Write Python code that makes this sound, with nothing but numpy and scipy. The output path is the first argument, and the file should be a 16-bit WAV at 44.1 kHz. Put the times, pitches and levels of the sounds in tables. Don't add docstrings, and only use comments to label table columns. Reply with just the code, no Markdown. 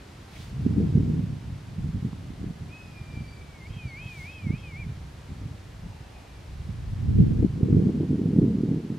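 import sys
import numpy as np
from scipy import signal
from scipy.fft import rfft, irfft, next_fast_len
from scipy.io import wavfile
from scipy.ndimage import uniform_filter1d, map_coordinates

SR = 44100
rng = np.random.default_rng(int(sys.argv[2]) if len(sys.argv) > 2 else 0)


def to_wav(sig):
    pcm = np.clip(np.atleast_2d(sig), -1, 1) * 32767
    pcm = np.round(pcm).astype(np.int16)
    wavfile.write(sys.argv[1], SR, pcm.T)


N = 396018
TIME = np.arange(N) / SR

# time in seconds, pitch in Hz, level in dB.
OPENING_NOTE = [(2.69, 2360, -66), (2.722, 2490, -56), (2.755, 2556, -50), (2.81, 2553, -51.5),
                (2.87, 2524, -57.5), (2.925, 2485, -64), (2.978, 2400, -52.5), (3.04, 2380, -58.5),
                (3.085, 2380, -60), (3.165, 2360, -52.5), (3.21, 2345, -53), (3.27, 2324, -61),
                (3.38, 2327, -60), (3.52, 2275, -64), (3.58, 2185, -58), (3.635, 2070, -50)]
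# middle and half length in seconds, beats per second, depth in dB.
CLOSING_FLUTTER = (3.422, .17, 22, 5.5)
# start and rise time in seconds, crest in Hz, level rising and
# falling in dB, middle and half length of the voice break in seconds, its dip in dB, level of the
# syrinx's second side in dB, its hold past the crest in seconds.
QUAVER_ARCHES = [(3.639, 0.099, 2585, -51, -46.5, 3.732, 0.054, -15, -57.5, 0.095),
                 (3.935, 0.11, 2580, -44.5, -44.5, 4.052, 0.02, -3.5, -55.5, 0.051),
                 (4.22, 0.11, 2606, -44, -47.5, 4.325, 0.021, -5.5, -61, 0.094),
                 (4.491, .108, 2617, -48, -47.5, 4.603, 0.031, -13, -59, 0.14),
                 (4.744, 0.059, 2434, -46, -42.5, 4.855, 0.02, -8, -86, .02)]
# middle and half length in seconds, level in dB.
OCTAVE_FLARES = [(2.83, .1, -70), (3.1, .12, -70), (3.31, 0.085, -63), (3.681, .025, -67),
                 (3.89, 0.035, -62.5), (3.97, 0.033, -64), (4.34, 0.058, -69), (4.601, 0.04, -66.5)]
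# time in seconds, pitch in Hz, level in dB.
FAR_CALL = [(5.93, 2790, -71), (6.02, 2730, -70.5), (6.11, 2530, -68.5), (6.19, 2490, -67),
            (6.28, 2400, -68), (6.37, 2360, -68.5), (6.45, 2320, -79)]
# peak time and length in seconds, strength of large and of small eddies in dB.
GUST_SWELLS = [(0.683, 0.032, -35, -27), (0.724, 0.05, -27.5, -32), (0.818, 0.098, -27, -26),
               (0.977, 0.08, -21.5, -27.5), (1.51, 0.095, -32.5, -59), (1.842, 0.11, -29, -39.5),
               (1.962, 0.055, -29.5, -38), (2.056, 0.061, -34, -35.5), (2.454, 0.11, -36.5, -38),
               (2.654, 0.13, -42, -48.5), (3.192, 0.086, -35.5, -42.5), (3.737, 0.094, -42, -64),
               (3.868, 0.024, -32, -53), (4.494, 0.099, -29, -36.5), (4.85, 0.15, -37, -51.5),
               (5.315, 0.051, -41, -45), (5.456, 0.16, -38.5, -45.5), (5.873, 0.099, -42, -54),
               (7.091, 0.019, -27, -33), (7.207, 0.063, -17, -26.5), (7.403, 0.026, -22, -30),
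               (7.445, 0.04, -26, -22.5), (7.64, 0.017, -21, -28), (7.751, 0.084, -17, -23),
               (7.882, 0.053, -36, -23.5), (7.956, 0.021, -38, -25.5), (8.022, 0.056, -32, -25.5),
               (8.124, 0.064, -31, -25), (8.201, 0.02, -40, -23), (8.422, 0.17, -26, -22.5),
               (8.602, 0.018, -37, -25), (8.735, 0.11, -37, -28.5), (8.92, 0.041, -49, -28.5)]
# time in seconds, strength of large and of small eddies in dB.
BREEZE_BED = [(0.0, -49.5, -55.5), (0.29, -50.5, -60), (0.57, -33, -46.5), (0.66, -29.5, -37),
              (0.9, -29, -40.5), (1.11, -26.5, -28), (1.3, -32, -42), (1.65, -41.5, -53.5),
              (2.05, -36.5, -47.5), (2.73, -50, -54), (3.24, -40, -54), (3.55, -45.5, -57),
              (4.49, -42, -56), (4.97, -40.5, -56), (5.13, -45, -60), (5.67, -43.5, -58.5),
              (6.26, -52.5, -59), (6.47, -43, -58), (6.87, -36.5, -56.5), (7.21, -21, -31.5),
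              (7.36, -26, -32), (7.52, -31, -47), (7.6, -34, -29), (7.82, -30.5, -27), (8.07, -35.5, -33.5),
              (8.3, -38, -28), (8.6, -33.5, -29.5), (8.75, -33, -28.5), (8.81, -42, -38.5),
              (8.98, -44, -36.5)]
# frequency in Hz, relative level in dB.
RUMBLE_SPECTRUM = [(20, -25.5), (32, 5), (60, 9.5), (100, 12), (150, 4.5), (200, -9.5), (280, -27.5),
                   (450, -67), (2000, -110)]
KNOCK_SPECTRUM = [(80, -28), (150, 0.5), (210, 2.5), (280, -2), (360, -9), (468, -13.5), (530, -27),
                  (700, -34.5), (1200, -50.5), (4000, -100)]
# time in seconds, sub-bass gain in dB, side gain in dB.
WIND_DEPTH_AND_WIDTH = [(0, 4, -32), (.6, -3.5, -3.5), (1.2, -12, -4.5), (2.3, 0.5, -6), (4.4, -3, -10),
                        (6.4, 7.5, -5.5), (7.25, -1, 5.5), (7.5, -4, -6), (7.78, -14, -5), (8.0, -14, -14),
                        (8.98, -25, -19.5)]
# time in seconds, relative peak in dB, centre in Hz, left over right in dB.
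HARD_BUFFETS = [(0.402, -29.5, 147, -3), (0.598, -19, 130, -1), (0.63, -20, 116, 1), (0.665, -9.5, 215, -7),
                (0.729, -20, 177, -3), (0.783, -11, 201, 6), (0.803, -12.5, 163, 0), (0.955, -8, 140, -3),
                (0.976, -11.5, 203, -6), (1.137, -15.5, 174, -2), (1.195, -17, 175, -4),
                (1.241, -18, 152, -2), (1.787, -23, 147, -4), (1.892, -21, 148, -3),
                (1.958, -19.5, 150, -5), (2.052, -16, 166, -1), (2.132, -23, 163, -4),
                (2.306, -26.5, 200, -6), (2.443, -25, 262, -11), (2.507, -20, 141, -2),
                (2.622, -23.5, 120, -2), (3.017, -25.5, 122, -1), (3.173, -27, 118, 1),
                (3.71, -21.5, 106, -2), (3.77, -24, 126, -2), (3.856, -23.5, 122, -2.5),
                (4.062, -26, 127, -1), (4.47, -20.5, 180, -7), (4.507, -15, 195, -7),
                (4.541, -21, 130, -3.5), (4.869, -25, 147.4, -3), (4.902, -24, 123, -1.5),
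                (5.322, -26, 130, 2), (5.464, -26, 140, -3), (5.837, -29, 130, 2), (5.866, -26.5, 137, 3),
                (6.011, -27.5, 108, -2), (6.605, -26.5, 92, -2), (6.694, -23, 151, -7),
                (7.094, -16.5, 111, 3), (7.195, -13, 163, 10), (7.206, -8.5, 125, -3),
                (7.229, -12, 120, -3), (7.405, -14, 183, 3), (7.449, -12.5, 236, 10), (7.612, -19, 262, 7),
                (7.633, -6.5, 175, -3), (7.687, -16, 272, -6), (7.749, -6.5, 173, -3),
                (7.769, -11, 210, -5), (7.802, -21, 310, -15), (7.871, -8.5, 186, -2),
                (8.012, -18, 214, -2), (8.033, -14, 228, 0), (8.108, -10, 207, -1.5),
                (8.132, -11.5, 245, -1.5), (8.195, -13.5, 258, -3.5), (8.259, -12, 166, -1),
                (8.29, -12, 196, -0.5), (8.339, -11, 232, -3), (8.388, -3.5, 207, -1.5),
                (8.419, -9.5, 244, -3), (8.443, -8, 220, -3), (8.551, -14.5, 206, -1),
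                (8.636, -12.5, 264, -3), (8.723, -16, 243, 1), (8.85, -23.5, 206, 0),
                (8.916, -19.5, 190, -1)]
# frequency in Hz, relative level in dB.
HISS_SPECTRUM = [(100, -1.5), (300, 15), (500, 10), (800, 8.5), (1200, 5.5), (2400, 2), (4500, -2.5),
                 (7000, -8), (11000, -13), (12500, -15.5), (14500, -20), (15600, -30)]
# frequency in Hz, left-right correlation.
STEREO_LIKENESS = [(60, 0.9), (200, 0.86), (600, 0.41), (1200, 0.33), (2500, 0.56), (5000, 0.53),
                   (8000, 0.28), (13000, -0.17)]
# time in seconds, level in dB.
HISS_LEVEL = [(0, -51), (.7, -50.5), (1.2, -51.5), (5, -51.5), (8.98, -52)]
# middle and half length in seconds, level in dB, centre in Hz, half width in octaves.
SOFT_SWISHES = [(0.364, 0.009, -51, 2300, .4), (0.406, 0.067, -52.5, 3200, 0.86),
                (4.195, 0.11, -56.5, 3310, 1.0), (5.935, 0.054, -59.5, 900, 0.079),
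                (6.19, 0.12, -59.5, 780, 0.19)]
# time in seconds, peak in dB, centre in Hz, left over right in dB.
DRY_TICK = [(2.131, -39.5, 1020, 0)]

QUAVER_END_S, TROUGH_HZ = 4.85, 2094
CUTOFF_HZ = 15600


def kite(second_ratio=1.246, second_lag_s=0.005, rasp_db=-25, crack_db=-64, flicker_db=0.95):
    pitch, main_db, second_db, cracked = kite_phrase()
    pitch = uniform_filter1d(uniform_filter1d(pitch, size=1200), size=1200)
    pitch = pitch * (1 + 0.0019 * drift(70))
    falter = 1 + np.clip((-48.5 - main_db) / 4, 0, 1.2)
    main_gain = from_db(main_db + flicker_db * falter * drift(80))
    main = main_gain * whistle(pitch, jitter=0.0018, jitter_rate=450)
    flare = sum(from_db(db) * np.exp(-((TIME - s) / half) ** 2) for s, half, db in OCTAVE_FLARES)
    octave = flare * from_db(2 * drift(60)) * whistle(2 * pitch, jitter=0.00304, jitter_rate=430)
    patches = from_db(3.8 * np.minimum(drift(110), 1.3) - 2)
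    hoarse = patches * whistle(second_ratio * pitch, jitter=0.015, jitter_rate=900)
    second = from_db(np.interp(TIME - second_lag_s, TIME, second_db)) * hoarse
    rasp_gain = from_db(main_db + rasp_db) + from_db(crack_db) * cracked
    rasp = rasp_gain * drift(800) * whistle(pitch, jitter=0.0297, jitter_rate=2200)
    return (main + octave + second + rasp) * gate(OPENING_NOTE[0][0], QUAVER_END_S, fade_s=0.0052)


def kite_phrase(rise_curve=1.5, fall_curve=1.62, sag_db=-3.5, trough_db=-22, fade_db_per_s=400):
    pitch, main_db = automation(OPENING_NOTE)
    middle, half, beat_hz, depth_db = CLOSING_FLUTTER
    flutter_db = depth_db * np.exp(-((TIME - middle) / half) ** 2)
    main_db += flutter_db * np.cos(2 * np.pi * beat_hz * (TIME - middle))
    second_db, cracked = np.full(N, -120.), np.zeros(N)
    ends = [arch[0] for arch in QUAVER_ARCHES[1:]] + [QUAVER_END_S]
    for arch, end in zip(QUAVER_ARCHES, ends):
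        start, rise, crest_hz, rise_db, fall_db, break_at, break_half, break_db, side_db, hold = arch
        now = (TIME >= start) & (TIME < end + .1)
        past_crest = TIME[now] - start - rise
        rising = past_crest < 0
        climb = np.abs(np.cos(np.pi / 2 * past_crest / rise)) ** rise_curve
        fallen = np.clip(past_crest / (end - start - rise), 0, 1)
        height = np.where(rising, climb, 1 - fallen ** fall_curve)
        pitch[now] = TROUGH_HZ + (crest_hz - TROUGH_HZ) * height
        voice_break = np.exp(-((TIME[now] - break_at) / break_half) ** 6)
        dip_db = break_db * voice_break + sag_db * np.sin(np.pi * fallen ** 2)
        main_db[now] = np.where(rising, rise_db, fall_db) + dip_db
        grating = 1.3 * rising * np.sin(np.pi * height) ** 2
        cracked[now] = np.maximum(voice_break, grating)
        release_db = fade_db_per_s * np.maximum(past_crest - hold, 0)
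        second_db[now] = side_db + trough_db * (1 - height) ** 2 - release_db
    return pitch, *uniform_filter1d([main_db, second_db, cracked], size=400)


def far_kite(flicker_db=2.0):
    pitch, level_db = automation(FAR_CALL)
    tone = whistle(pitch, jitter=0.008, jitter_rate=280)
    gain = from_db(level_db + flicker_db * drift(35))
    return gain * tone * gate(FAR_CALL[0][0], FAR_CALL[-1][0], fade_s=0.055)


def whistle(pitch_hz, jitter, jitter_rate):
    trembling_hz = pitch_hz * (1 + jitter * drift(jitter_rate))
    return np.sqrt(2) * np.sin(2 * np.pi * np.cumsum(trembling_hz) / SR)


def tree_echoes(x, t60, count=40):
    out = np.zeros((2, N))
    for channel in out:
        for delay_s, size in zip(rng.uniform(0.032, 0.29, count), rng.standard_normal(count)):
            lag = int(delay_s * SR)
            channel[lag:] += size * from_db(-60 * delay_s / t60) * x[:N - lag]
    return out / np.sqrt(count)


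def wind(knock_trim_db=0.1, edge_db=-8, ports_hz=205):
    large_db, small_db = wind_strength()
    depth_db, width_db = automation(WIND_DEPTH_AND_WIDTH)
    kicks = eddies(per_s=700, spread_db=3.5)
    rumble = from_db(large_db) * buffet(kicks, RUMBLE_SPECTRUM)
    sub_bass = signal.sosfiltfilt(signal.butter(2, 75, fs=SR, output="sos"), rumble)
    rumble += sub_bass * (from_db(depth_db) - 1)
    knocks = from_db(small_db + knock_trim_db) * buffet(kicks, KNOCK_SPECTRUM)
    dull = signal.sosfiltfilt(signal.butter(3, 330, fs=SR, output="sos"), knocks)
    lull = np.clip((-29.5 - uniform_filter1d(small_db, size=20000)) / 20, 0, .7)
    knocks = dull + (knocks - dull) * from_db(edge_db * lull)
    mid, side = rumble + knocks
    low_cut = signal.butter(2, ports_hz, "high", fs=SR, output="sos")
    side = from_db(width_db) * signal.sosfilt(low_cut, side)
    return (mid + side * [[1], [-1]]) * from_db([[-.3], [.3]])


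def wind_strength(turbulence_db=1.7, steepness=3.9):
    power = from_db(np.array(automation(BREEZE_BED)) + turbulence_db * drift(20)) ** 2
    for s, length, large_db, small_db in GUST_SWELLS:
        near = np.abs(TIME - s) < 2 * length
        swell = np.exp(-np.abs(2 * (TIME[near] - s) / length) ** steepness)
        power[:, near] += from_db([[large_db], [small_db]]) ** 2 * swell
    return 10 * np.log10(power)


def eddies(per_s, spread_db):
    sizes = from_db(spread_db * np.minimum(rng.exponential(1, N), 5)) * rng.choice([-1, 1], N)
    return sizes * (rng.random(N) < per_s / SR)


def buffet(kicks, spectrum):
    mid_side = np.array([kicks, kicks * rng.standard_normal(N)])
    size = next_fast_len(N + 4096)
    hz = np.fft.rfftfreq(size, 1 / SR)
    lumps = rms_one(irfft(rfft(mid_side, size) * eq_gain(spectrum, hz), size)[:, :N])
    power = uniform_filter1d(uniform_filter1d(lumps ** 2, size=1500), size=1500)
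    return lumps / np.sqrt(power + 1e-4)


def thumps(ring_hz=404, ring_db=-13, db_per_octave=10):
    rings = [(s, peak_db + ring_db + db_per_octave * np.log2(hz / ring_hz), ring_hz, pan_db)
             for s, peak_db, hz, pan_db in HARD_BUFFETS]
    return pulses(HARD_BUFFETS, cycles=0.44) + pulses(rings, cycles=1.14)


def pulses(rows, cycles):
    out = np.zeros((2, N))
    for s, peak_db, hz, pan_db in rows:
        near = np.abs(TIME - s) < .05
        turns = (TIME[near] - s) * hz
        pulse = np.cos(2 * np.pi * turns + rng.uniform(-1.16, 1)) * np.exp(-.5 * (turns / cycles) ** 2)
        out[:, near] += from_db(peak_db + pan_db * np.array([[.5], [-.5]])) * pulse
    return out


def swishes():
    out, grid_hz = 0, np.geomspace(100, CUTOFF_HZ, 60)
    for s, half, level_db, hz, octaves in SOFT_SWISHES:
        hump_db = -20 * np.log10(1 + (np.log2(grid_hz / hz) / octaves) ** 2)
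        swell = from_db(level_db) * np.exp(-.5 * ((TIME - s) / half) ** 2)
        out = out + swell * stereo_noise(np.column_stack([grid_hz, hump_db]))
    return out * from_db(.5 * drift(47))


def outdoor_hiss():
    level_db, = automation(HISS_LEVEL)
    return from_db(level_db + 0.15 * drift(2)) * stereo_noise(HISS_SPECTRUM)


def stereo_noise(spectrum):
    size = next_fast_len(N, real=True)
    hz = np.fft.rfftfreq(size, 1 / SR)
    alike = at_hz(STEREO_LIKENESS, hz)
    mid, side = rfft(rng.standard_normal((2, size)))
    left_right = np.sqrt(1 + alike) * mid + np.sqrt(1 - alike) * side * [[1], [-1]]
    return rms_one(irfft(eq_gain(spectrum, hz) * left_right, size)[:, :N])


def eq_gain(spectrum, hz):
    return from_db(at_hz(spectrum, hz)) * hz ** 2 / (hz ** 2 + 20 ** 2)


def at_hz(points, hz):
    known_hz, values = np.transpose(points)
    return np.interp(np.log(hz + 1e-9), np.log(known_hz), values)


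def automation(rows):
    s, *columns = np.transpose(rows)
    return [np.interp(TIME, s, column) for column in columns]


def drift(rate):
    knots = rng.standard_normal(N // 20)
    return rms_one(map_coordinates(knots, [TIME[::10] * rate], order=3, mode="wrap")).repeat(10)[:N]


def gate(start, end, fade_s):
    return np.clip(np.minimum(TIME - start, end - TIME) / fade_s + 1, 0, 1)


def from_db(db):
    return 10 ** (np.asarray(db) / 20)


def rms_one(x):
    return x / np.sqrt(np.mean(x ** 2) + 1e-20)


def scene():
    birds = kite() + far_kite()
    echoes = from_db(-3.5) * tree_echoes(birds, t60=0.57)
    gusts = wind() + from_db(-1.5) * thumps()
    background = outdoor_hiss() + swishes() + pulses(DRY_TICK, cycles=.8)
    return birds + echoes + gusts + background


def record(dry):
    return signal.sosfilt(signal.ellip(10, .1, 90, CUTOFF_HZ, fs=SR, output="sos"), dry)


dry = scene()
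out = record(dry)
to_wav(out)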